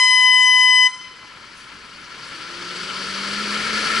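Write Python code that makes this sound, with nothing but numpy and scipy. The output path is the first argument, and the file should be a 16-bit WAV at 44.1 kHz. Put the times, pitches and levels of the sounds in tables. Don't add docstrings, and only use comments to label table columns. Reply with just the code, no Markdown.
import sys
import numpy as np
from scipy import signal
from scipy.fft import rfft, irfft, next_fast_len
from scipy.io import wavfile

SR = 44100
rng = np.random.default_rng(int(sys.argv[2]) if len(sys.argv) > 2 else 0)


def bounce(signal):
    frames = np.transpose(np.atleast_2d(signal))
    limited = np.clip(frames, -1, 1)
    pcm = np.round(limited * 32767).astype(np.int16)
    wavfile.write(sys.argv[1], SR, pcm)


N = 176400
TIME = np.arange(N) / SR
HORN_ON_S, HORN_OFF_S = -.25, .871
CUTOFF_HZ = 11080

# freq_hz, pan_db
STREET_BALANCE = [(60, -1.5), (97, -2.0), (160, -2.5), (250, -2.5), (410, -2.0), (650, -1.0), (1050, 2.5),
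                  (1700, 3), (2730, 6.44), (4410, 3.94), (7100, 2.46), (11400, 2.95)]


def from_db(db):
    return 10 ** (np.asarray(db) / 20)


def rms_one(x):
    return x / np.sqrt(np.mean(x ** 2) + 1e-20)


def in_time(rows):
    time_s, *columns = np.transpose(rows)
    return [np.interp(TIME, time_s, column) for column in columns]


def at_hz(points, hz):
    freq_hz, values = np.transpose(points)
    return np.interp(np.log(hz + 1e-6), np.log(freq_hz), values)


def pan(db):
    ratio = np.atleast_1d(from_db(db))
    return 2 * np.array([ratio, np.ones_like(ratio)]) / (1 + ratio)


def drift(rate_hz, size=N):
    pole = np.exp(-80 * np.pi * rate_hz / SR)
    slow = signal.lfilter([1], [1, -2 * pole, pole * pole], rng.standard_normal(size // 40 + 2002))[2000:]
    return np.interp(np.arange(size) / 40, np.arange(len(slow)), rms_one(slow))


def street_noise(spectrum, flicker_db, bass_hz=10, bands=8):
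    # freq_hz, correlation
    likeness = [(50, 0.73), (200, 1), (700, 0.8), (1400, 0.94), (2500, 0.58), (4500, 0.96), (10000, 0.58)]
    # centre_hz, half_width_hz, gain_db
    ripple = [(1110, 17, -2.5), (1130, 110, -1.5), (1720, 64, 4.5), (1856, 70, -1), (3050, 140, 2.5),
              (4510, 110, 2.5), (6950, 110, -6), (9100, 160, -7.5), (9850, 200, -0.5)]
    hz = np.fft.rfftfreq(N, 1 / SR)
    mid, side = rfft(rng.standard_normal((2, N)))
    alike = np.clip(at_hz(likeness, hz), 0, 1)
    stereo = np.sqrt(1 + alike) * mid + np.sqrt(1 - alike) * side * [[1], [-1]]
    ripple_db = sum(db / (1 + ((hz - centre) / width) ** 2) for centre, width, db in ripple)
    passband = hz ** 2 / (hz ** 2 + bass_hz ** 2) * (hz < CUTOFF_HZ)
    stereo *= from_db(at_hz(spectrum, hz) + ripple_db) * passband * pan(at_hz(STREET_BALANCE, hz))
    band = np.searchsorted(np.geomspace(250, 7000, bands - 1), hz)
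    common = .6 * drift(34)
    gains = [from_db(flicker_db * (common + drift(25))) for _ in range(bands)]
    return rms_one(sum(irfft(stereo * (band == k), N) * gain for k, gain in enumerate(gains)))


def city():
    # freq_hz, relative_db
    spectrum = [(22, 2), (36, -5), (48, -5), (75, -9), (105, 2), (200, 3), (420, -2), (720, -7.5),
                (1050, 7), (1200, 2), (1350, 10), (1520, 3.5), (2200, 4), (3100, -2), (3700, -5.5),
                (4600, -5.5), (6500, -14), (9000, -20), (11000, -19)]
    # time_s, level_db
    swell = [(0, -47), (.87, -48.5), (1.1, -44), (1.5, -43), (4, -31)]
    level_db, = in_time(swell)
    return from_db(level_db) * street_noise(spectrum, flicker_db=1.55)


def idling_cars(firing_hz=56, waver_hz=1.2, rough_db=1.8):
    # time_s, level_db
    envelope = [(0, -66), (.9, -74), (1.5, -62.5), (2.5, -66), (4, -57.5)]
    level_db, = in_time(envelope)
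    phase = 2 * np.pi * np.cumsum(firing_hz + waver_hz * drift(5)) / SR
    hum = np.sqrt(2) * np.sin(phase) * from_db(level_db + rough_db * drift(5))
    return hum * pan(at_hz(STREET_BALANCE, firing_hz))


def air_puff(start_s=1.55, rise_s=.043, level_db=-52.5):
    # freq_hz, relative_db
    spectrum = [(3000, -23), (6000, 4), (8000, -5), (10000, 1), (11000, -6)]
    age = np.maximum(TIME - start_s, 0) / rise_s
    return from_db(level_db) * age * np.exp(1 - age) * street_noise(spectrum, flicker_db=.8, bands=2)


def near_traffic(housing_hz=1345, housing_width_hz=92, housing_relative_db=-5.5):
    # freq_hz, relative_db
    spectrum = [(180, -16.5), (300, -6), (450, -7), (600, -8), (730, -27), (1060, -11.5), (1160, -22.5),
                (1350, -5.5), (1530, -8), (1720, -7), (1940, -9), (2190, -4), (2510, -8), (3100, -5.5),
                (3830, -9), (4590, -3), (6890, -18.5), (7780, -17), (9040, -22.5), (9900, -19),
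                (11000, -31.5)]
    # time_s, level_db
    swell = [(0, -56), (1.4, -46.5), (1.75, -46), (2.1, -43), (2.25, -38), (2.5, -36.5), (2.75, -32.5),
             (3.0, -30), (3.3, -28.5), (3.6, -27.5), (4, -24.5)]
    level_db, = in_time(swell)
    housing = signal.iirpeak(housing_hz, housing_hz / housing_width_hz, fs=SR)
    housing_ring = from_db(housing_relative_db) * rms_one(signal.lfilter(*housing, rng.standard_normal(N)))
    rush = street_noise(spectrum, flicker_db=1.0, bass_hz=110)
    return from_db(level_db) * (rush + housing_ring * pan(at_hz(STREET_BALANCE, housing_hz)))


def motor(waver_hz=1.0, rough_db=1.0, pan_db=-2.2):
    # time_s, pitch_hz, fundamental_db, octave_db
    run_up = [(2.1, 152.7, -69.5, -80), (2.3, 160.5, -56.5, -66), (2.5, 170.4, -56, -46),
              (2.75, 181.1, -49.5, -46.5), (3.0, 192.7, -45, -52), (3.25, 200, -36.5, -50),
              (3.48, 208, -34.5, -47), (3.65, 211.7, -40, -51), (3.78, 214.6, -35, -49),
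              (3.87, 215.5, -41.5, -44.5), (4, 217, -35.5, -40)]
    pitch_hz, *levels_db = in_time(run_up)
    phase = 2 * np.pi * np.cumsum(pitch_hz + waver_hz * drift(8.4)) / SR
    hum = sum(np.sin(k * phase) * from_db(db + rough_db * drift(6.8)) for k, db in enumerate(levels_db, 1))
    fade_in = np.clip(TIME - 1, 0, 1)
    return np.sqrt(2) * hum * pan(pan_db) * fade_in


def truck():
    # freq_hz, relative_db
    spectrum = [(30, -17), (70, -8), (105, -15.5), (200, 0.5), (300, -13), (450, -5.5), (750, -9.5),
                (1150, -15.5), (1340, 16), (1520, -2.5), (1720, 6.5), (1950, 1), (2200, 6), (3000, -6.5),
                (4500, -6.5), (6500, -14.5), (11000, -17)]
    # time_s, level_db
    approach = [(0, -86.5), (2.8, -51.5), (3.3, -36.5), (3.6, -27), (3.9, -24), (4, -23.5)]
    level_db, = in_time(approach)
    return from_db(level_db) * street_noise(spectrum, flicker_db=1.7)


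def facade_echoes(sent, count=48, first_s=.012, last_s=.75, body_t60_s=1.56, treble_t60_s=.7):
    delays_s = first_s + (last_s - first_s) * (np.arange(count) + rng.random(count)) / count
    gains = from_db(-60 * delays_s[:, None] / [body_t60_s, treble_t60_s])
    gains /= np.linalg.norm(gains, axis=0)
    body = signal.sosfiltfilt(signal.butter(6, 5500, fs=SR, output="sos"), sent)
    oversampled = signal.resample_poly([body, sent - body], 4, 1, axis=1)
    oversampled_s = HORN_ON_S + np.arange(oversampled.shape[1]) / (4 * SR)
    t, echoes = TIME[:2 * SR], np.zeros((2, N))
    for delay_s, gain, (speed, side) in zip(delays_s, gains, rng.standard_normal((count, 2))):
        doppler = .009 + .007 * speed
        emitted_s = t - delay_s + doppler * (t - HORN_OFF_S)
        echo = np.interp(emitted_s, oversampled_s, gain @ oversampled, 0, 0)
        echoes[:, :len(t)] += pan(db=3.5 + 5 * side) * echo
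    return echoes


def valve(t, release_s):
    return np.exp(-np.maximum(t - HORN_OFF_S, 0) / release_s) * np.clip((t - HORN_ON_S) * 100, 0, 1)


def horn_air(hiss_db=-40, whistle_hz=1140, drain_s=.022):
    # freq_hz, relative_db
    spectrum = [(300, -20.5), (800, -8.5), (1350, -26), (1650, -4), (2100, 10), (2800, -2.5), (3700, 3.5),
                (4600, -2.5), (5800, -11), (9000, -27), (11000, -8.5)]
    # time_s, level_db
    envelope = [(0, -64), (.4, -65), (.51, -52.5), (.6, -60), (.71, -49), (.85, -57)]
    whistle_db, = in_time(envelope)
    phase = 2 * np.pi * np.cumsum(whistle_hz + 6 * drift(30)) / SR
    whistle = np.sqrt(2) * from_db(whistle_db) * np.sin(phase) * pan(at_hz(STREET_BALANCE, whistle_hz))
    hiss = from_db(hiss_db) * street_noise(spectrum, flicker_db=.9)
    return valve(TIME, drain_s) * (hiss + whistle)


def horn(note_hz=1008.8, sag_hz_per_s=2.91, jitter_hz=.8):
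    # level_db, push_db, pan_db, flutter_db, echo_db
    harmonics = [(-26, .5, 4, 0.35, -40.5), (-14, -.8, 5, -0.13, -37.5), (-18, -3, 4, 0.52, -38.5),
                 (-47.5, 15, 12, 5.5, -50), (-26, 4.5, 5, 1, -41.5), (-34, 0, 2, 2.5, -44),
                 (-46, 0, -7, 4, -54), (-40.5, 1, -1.3, 3, -49), (-50, 3.5, 14, 3, -59),
                 (-42.5, 1.5, 5, 2.5, -57)]
    overshoot_hz, settle_s = 5.4, .1
    push_end_s, push_fade_s = .19, .046
    bend_hz_per_s = 150
    release_s, bore_ring_s = .0065, .015
    dip_harmonic, dip_s, dip_width_s, dip_db = 5, .223, .014, -6.5
    t = np.arange(HORN_ON_S, 1, 1 / SR)
    pitch_hz = note_hz - sag_hz_per_s * t + jitter_hz * drift(90, len(t))
    pitch_hz += overshoot_hz * np.exp(-np.maximum(t, 0) / settle_s)
    pitch_hz += bend_hz_per_s * np.maximum(t - HORN_OFF_S, 0)
    phase = 2 * np.pi * np.cumsum(pitch_hz) / SR
    push = .5 - .5 * np.tanh((t - push_end_s) / push_fade_s)
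    dip = np.exp(-((t - dip_s) / dip_width_s) ** 2)
    near, sent = 0, 0
    for k, (level_db, push_db, pan_db, flutter_db, echo_db) in enumerate(harmonics, 1):
        wave = np.sqrt(2) * np.sin(k * phase) * valve(t, release_s + bore_ring_s / k ** 3)
        flutter = drift(6.7, len(t)) + .5 * drift(27, len(t))
        near_db = level_db + push_db * push + flutter_db * flutter + (k == dip_harmonic) * dip_db * dip
        near += pan(pan_db) * wave * from_db(near_db)
        sent += wave * from_db(echo_db)
    near = near[:, t >= 0]
    return np.pad(near, ((0, 0), (0, N - near.shape[1]))), sent


def scene():
    near, sent = horn()
    blast = near + facade_echoes(sent) + horn_air()
    return blast + near_traffic() + city() + truck() + motor() + idling_cars() + air_puff()


def record(dry):
    # freq_hz, lead_rad
    port_lead = [(100, 0.17), (1200, -.15), (1800, 0.36), (2030, 0.89), (2350, -0.88), (3000, -0.19),
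                 (4100, -0.21), (5300, -0.59), (6800, -.1), (11000, -.15)]
    size = next_fast_len(N + SR // 10)
    shift_rad = at_hz(port_lead, np.fft.rfftfreq(size, 1 / SR)) * [[.5], [-.5]]
    ports = irfft(rfft(dry, size) * np.exp(1j * shift_rad), size)[:, :N]
    return signal.sosfilt(signal.ellip(12, .1, 90, CUTOFF_HZ, fs=SR, output="sos"), ports)


dry = scene()
out = record(dry)
bounce(out)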